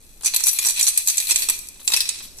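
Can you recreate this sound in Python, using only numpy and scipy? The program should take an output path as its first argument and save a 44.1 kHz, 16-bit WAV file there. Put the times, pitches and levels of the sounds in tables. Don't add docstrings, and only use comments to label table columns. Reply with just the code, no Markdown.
import sys
import numpy as np
from scipy import signal
from scipy.fft import rfft, irfft
from scipy.io import wavfile

SR = 44100
rng = np.random.default_rng(int(sys.argv[2]) if len(sys.argv) > 2 else 0)


def wrap_up_sound(samples):
    columns = np.atleast_2d(samples).T
    tamed = np.clip(columns, -1, 1)
    steps = np.round(tamed * 32767).astype(np.int16)
    wavfile.write(sys.argv[1], SR, steps)


N = 105840

# frequency in Hz, strength in dB.
CRACK_SPECTRUM = [(3000, -26.5), (4500, -0.5), (5200, -6), (6200, -1), (8000, 2.5), (10500, 5), (12000, 1),
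                  (14500, -5.5)]
RING_SAMPLES, CONTACT_S = 6615, 0.00016
COIN_LIKENESS, CLAY_LIKENESS, THUD_LIKENESS = 0.033, 0.033, 0.8


def undb(db):
    return 10 ** (np.asarray(db) / 20)


def fade(t, t60):
    return np.exp(-np.log(1000) * t / t60)


def colour(x, points):
    hz, db = np.array(points).T
    n = x.shape[-1]
    freqs = np.maximum(np.fft.rfftfreq(2 * n, 1 / SR), 1)
    gain = undb(np.interp(np.log(freqs), np.log(hz), db))
    return irfft(rfft(x, 2 * n) * gain)[..., :n]


def stereo_noise(length, likeness):
    common, apart = rng.standard_normal((2, length))
    return np.sqrt(1 + likeness) * common + np.sqrt(1 - likeness) * apart * np.array([[1], [-1]])


def even_level(x):
    return x / np.sqrt(np.mean(x[:, :264] ** 2))


def burst(spectrum, t60, likeness):
    t = np.arange(RING_SAMPLES) / SR
    noise = colour(stereo_noise(RING_SAMPLES, likeness), spectrum)
    return even_level(noise * fade(t, t60) * (1 - np.exp(-t / CONTACT_S)))


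def ring(hz, db, t60, detune=0.0055, scatter_db=6.5):
    t = np.arange(RING_SAMPLES) / SR
    tuning, strength = rng.standard_normal((2, len(hz)))
    pitches = hz * (1 + detune * tuning)
    waves = np.exp(2j * np.pi * pitches[:, None] * t) * fade(t, t60[:, None])
    phases = np.exp(2j * np.pi * rng.random((2, len(hz))))
    weights = undb(db + scatter_db * strength) * phases
    return even_level((weights @ waves).imag * (1 - np.exp(-t / CONTACT_S)))


def brighten(x, db):
    treble = signal.sosfiltfilt(signal.butter(3, 10000, "high", fs=SR, output="sos"), x)
    return x + (undb(db) - 1) * treble


def add(out, x, start):
    i = max(int(start * SR), 0)
    out[:, i:i + x.shape[1]] += x[:, :max(N - i, 0)]


def excite(hits, response):
    response = response / np.sqrt(np.sum(response ** 2) / 2)
    return signal.fftconvolve(np.atleast_2d(hits), response, axes=1)[:, :N]


def coin_clink(loose_coins=3, low_hz=5558, high_hz=13480):
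    # pitch in Hz, relative level in dB, fade in seconds.
    coin_tones = [(6004, -3.5, 0.041), (6560, -9, .035), (7180, -6.5, 0.038), (7845, 4, 0.035),
                  (8085, 0.5, 0.031), (9640, -2.5, 0.058), (10700, -4, 0.059), (10600, 0, 0.033),
                  (12000, -5.5, 0.092), (12230, -16, 0.041), (12700, -38, 0.018), (13300, -9, .04)]
    ping_hz = low_hz * (high_hz / low_hz) ** rng.random(loose_coins)
    pings = ring(ping_hz, db=0, t60=np.full(loose_coins, 0.07))
    heap = ring(*np.array(coin_tones).T)
    crack = burst(CRACK_SPECTRUM, t60=0.056, likeness=COIN_LIKENESS)
    return undb(-10.5) * heap + undb(-10) * crack + undb(-13) * pings


def clay_clack(at_neck):
    # pitch in Hz, relative level in dB when struck on the belly,
    # the same when struck near the neck, fade in seconds.
    wall_tones = [(2419, -5, -33, 0.037), (2585.4, -9.5, 4, 0.047), (3389, -11, -11.5, 0.05),
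                  (3835, -10, 0.5, 0.055), (4158, 0.5, -4, 0.032), (4586, -11, -6, 0.095),
                  (4950, -21, -2.5, 0.049), (5420, -12.5, 8, 0.025), (5547, -8.5, 0, 0.053)]
    # frequency in Hz, strength in dB.
    clack_spectrum = [(900, -34), (1500, -17), (2000, -4.5), (2500, -10), (2750, -4), (3000, -6),
                      (3400, -1.5), (4100, 2.5), (4900, -8), (6500, -11)]
    hz, belly_db, neck_db, t60 = np.array(wall_tones).T
    if at_neck:
        tones = undb(-4.5) * ring(hz, neck_db, t60, detune=0.0026)
    else:
        tones = undb(-5.5) * ring(hz, belly_db, t60)
    clack = burst(clack_spectrum, t60=0.073, likeness=CLAY_LIKENESS)
    return tones + undb(-9 if at_neck else -7.5) * clack


def hollow_thud():
    # frequency in Hz, strength in dB.
    thud_spectrum = [(60, -10), (180, -16), (400, 5), (600, -9), (900, 8), (1300, 2.5), (1900, 1),
                     (2900, -16)]
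    return undb(-3.5) * burst(thud_spectrum, t60=0.055, likeness=THUD_LIKENESS)


def sliding_coins(count=20, contacts_per_s=380):
    # time in seconds, then relative dB of the whole, treble and scrape.
    slide = [(0, -52.5, -1, 2), (0.204, -58, 2.5, 5.5), (.24, -26.5, -5, -7), (0.274, -24, -17, 3),
             (.305, -44.5, -15, 11), (.39, -31.5, -4, 7), (.43, -30.5, -8, 1.5), (.48, -25, 6, 2.5),
             (0.536, -35.5, 11.5, 7), (0.559, -40, 11, 11), (0.619, -28, 3, 8.5), (.70, -26, 0, -1.5),
             (.73, -32, -3, 2.5), (.79, -25.5, -4, 9.5), (.825, -30, -3, 1), (0.881, -24, 4, 1),
             (.93, -33, -11, 0.5), (0.998, -30.5, -12, 4.5), (1.05, -40.5, 2, -1), (1.098, -22, -3, -4),
             (1.14, -33, -1, 5), (1.26, -33.5, 5, 8), (1.299, -23.5, 4.5, 5.5), (1.34, -29.5, -1.5, 5.5),
             (1.412, -30, 4.5, 4), (1.47, -30, 1.5, 8), (1.55, -32.5, -7, 3), (1.64, -70.5, -6, 5),
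             (1.78, -45, -6, 3), (1.861, -47, 11.5, 2), (1.915, -30.5, 7.5, 3), (2.04, -35, -8, 2.5),
             (2.12, -36.5, -36, 8), (2.23, -41, 1, 5.5), (2.321, -60, 3, -13), (2.4, -42, 1, 3)]
    times, *columns = np.array(slide).T
    db, treble_db, scrape_db = (np.interp(np.arange(N) / SR, times, column) for column in columns)
    coins, wall = np.zeros((2, 2, N))
    for _ in range(count):
        sizes = undb(3 * np.clip(rng.standard_normal(N), -2, 2))
        contacts = (rng.random(N) < contacts_per_s / count / SR) * sizes
        contacts /= np.sqrt(count * np.mean(contacts ** 2))
        contacts *= undb(db + 2.5)
        coins += excite(contacts, coin_clink())
        scrape = clay_clack(at_neck=False) + undb(-23.5) * hollow_thud()
        wall += excite(contacts * undb(scrape_db - 10), scrape)
    return brighten(coins, treble_db) + wall


def low_rumble(level_db=-51):
    # frequency in Hz, strength in dB.
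    rumble_spectrum = [(20, 7), (38, -2.5), (60, -2.5), (90, -11.5), (200, -12), (400, -16), (1000, -27.5),
                       (3000, -33), (8000, -27), (14000, -42)]
    # time in seconds, gain in dB.
    gain_curve = [(0, 1), (.2, 1), (.45, -2.5), (.88, -1.5), (1.03, -3), (1.218, -5), (1.35, 4), (1.8, 0.5),
                  (2.4, 4)]
    noise = colour(stereo_noise(N, likeness=0.79), rumble_spectrum)
    gain_db = np.interp(np.arange(N) / SR, *np.array(gain_curve).T)
    return undb(level_db + gain_db) * noise / noise.std()


def room_echo(x, split_hz=6000, delay_s=0.0027, build_s=0.004):
    t = np.arange(SR) / SR
    low, high = (
        signal.sosfilt(signal.butter(2, split_hz, band, fs=SR, output="sos"), rng.standard_normal((2, SR)))
        for band in ("low", "high"))
    tail = low * fade(t, t60=0.79) + high * fade(t, t60=0.65)
    onset = np.clip((t - delay_s) / build_s, 0, 1)
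    return undb(-10.5) * excite(x, tail * onset)


def coin_ticks():
    # start in seconds, level in dB.
    ticks = [(0.025, -52), (0.209, -40.5), (0.223, -38), (1.063, -29), (1.59, -28), (1.671, -37),
             (1.6866, -30.5)]
    out = np.zeros((2, N))
    for start, db in ticks:
        add(out, undb(db) * burst(CRACK_SPECTRUM, t60=0.023, likeness=COIN_LIKENESS), start)
    return out


def hand_knocks():
    # start in seconds, level in dB.
    knocks = [(0.21, -46.5), (0.243, -55), (1.296, -43), (1.309, -36.5), (1.405, -44), (1.497, -36),
              (1.757, -52), (1.795, -47), (1.813, -48.5), (2.205, -41), (2.25, -44)]
    # frequency in Hz, strength in dB.
    knock_spectrum = [(50, -23), (180, -0.5), (350, -4.5), (600, -10.5), (1000, -4.5), (2000, -12),
                      (4000, -1), (9000, -38)]
    out = np.zeros((2, N))
    for start, db in knocks:
        add(out, undb(db) * burst(knock_spectrum, t60=0.081, likeness=THUD_LIKENESS), start)
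    return out


def heap_blows(neck_from_s=1.75):
    # start in seconds, then relative dB of the whole blow, the coins' treble,
    # the clack, the thud and the coins' lean to the left.
    blows = [(0.2339, -20, -28, -19, -20.5, 7), (0.2481, -11, -30, -34, -28.5, -6),
             (0.2593, -4.5, -12, -22.5, -37, 1), (0.2663, -8, -25, -15.5, -32, -7),
             (0.2764, -11.5, -27, -14, -37, 7), (0.3373, -18, -9, -2, -19, 0.5),
             (0.344, -10.5, -5, -9, -28, 6), (0.3617, -8, 0, -8.5, -34, -7),
             (0.3639, -13, -23, -23, -45, 5), (0.404, -17.5, -4, -14, -22.5, -9),
             (0.4371, -5.5, -9, -29, -38, -3.5), (0.4594, -15, 1, -22, -31, -6),
             (0.4683, -8.5, -4, -16, -29.5, 5), (0.476, -9.5, -6, -13, -34, 0),
             (0.4834, -3.5, -12, -27, -35, -3), (0.4912, -9, -28, -14, -56, 6),
             (0.5305, -26.5, 5, -8, -24, 14), (0.5879, -6.5, -9, -13, -33, -1.5),
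             (0.6483, -11, -12, -10.5, -27.5, 0), (0.657, -9, -20, -24, -27.5, -11),
             (0.6644, -8, -15, -24, -39, 7), (0.6694, -7.5, -11, -26, -30, -1),
             (0.6859, -6.5, -19, -16.5, -33, -4), (0.6971, -11, -27, -13, -28.5, 2),
             (0.7058, -12, -20, -13, -35, -9), (0.7952, -16, 2.5, -3, -27, -2),
             (0.8011, -13, -16, -7, -43, 0.0), (0.8107, -5, -16, -15.5, -42, -1),
             (0.828, -3.5, -14, -30, -45, 1.5), (0.8412, -10.5, -29, -24, -33, 5),
             (0.8671, -7, -28, -12, -36, -7), (0.8735, -3, -35, -23, -35.5, -1.5),
             (0.8812, -6.5, -19, -12, -36, 8), (0.8882, -9, -23, -34, -40, -11),
             (0.9748, -3.5, -4, -17, -41.5, 0.5), (1.0734, -5.5, -6.5, -18.5, -33.5, 1.5),
             (1.0836, -4.5, -15, -14.5, -47, 0), (1.0983, -8.5, -8, -12.5, -35, -3),
             (1.1714, -12.5, -2.5, -15, -36, 3), (1.1804, -3.5, -19, -17, -51, -2.0),
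             (1.201, -9, -14, -14, -36, 1), (1.2956, -16, -22, -30, -27, 9),
             (1.3086, -3.5, -20, -13, -33.5, -4), (1.3169, -7, -23, -14, -35, 4),
             (1.3591, -3.5, -18, -11.5, -37, -4.5), (1.4206, -14, -3, -5.5, -28, -6),
             (1.4304, -23, 1, -18, -33, 3.0), (1.4875, -12, -5, -9.5, -21, -8),
             (1.4976, -6, -0.5, -13.5, -27, -2), (1.8767, -4, -35, -10.5, -34, -2.5),
             (1.9013, -19, -19, -8, -16, 8), (1.92, -12.5, -11, -4.5, -20, 0),
             (1.9359, -10, -12, 0, -21, 2.5), (1.94, -11, -8, -2, -20.5, -2),
             (1.9637, -9.5, -13, -8, -28, 9.5), (1.9717, -12, -13, -1.5, -26, 5),
             (2.0051, -12, -10, 1, -37, 6), (2.0157, -19, -23, -4.5, -49, -1),
             (2.0554, -26.5, -25, 2.5, -21, -1.5), (2.0898, -8, -27, -10.5, -41, -9),
             (2.3855, -28, -14, -14, -28, -6)]
    out = np.zeros((2, N))
    for start, db, treble_db, clay_db, thud_db, left_db in blows:
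        sides = undb(0.99 * left_db * np.array([[.5], [-.5]]))
        coins = brighten(coin_clink(), treble_db + 4.5) * sides
        clack = undb(clay_db) * clay_clack(at_neck=start > neck_from_s)
        thud = undb(thud_db) * hollow_thud()
        add(out, undb(db) * (coins + clack + thud), start)
    return out


def scene():
    pot = heap_blows() + coin_ticks() + hand_knocks() + sliding_coins()
    return pot + room_echo(pot) + low_rumble()


def record(dry, top_hz=14200):
    # frequency in Hz, left minus right in dB.
    balance = [(200, 1), (600, 6), (850, -1), (1400, 4), (2500, 2.5), (4000, 0), (6500, 0), (7900, -9),
               (9000, -1.5), (10000, 11), (11000, 25), (12100, 8), (14300, 4.5)]
    hz, balance_db = np.array(balance).T
    channels = []
    for channel, side in zip(dry, (-1, 1)):
        share_db = 10 * np.log10(2 / (1 + undb(side * balance_db) ** 2))
        channels.append(colour(channel, np.column_stack([hz, share_db])))
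    top_cut = signal.ellip(10, .2, 85, top_hz, fs=SR, output="sos")
    return signal.sosfilt(top_cut, np.clip(channels, -1, 1))


dry = scene()
out = record(dry)
wrap_up_sound(out)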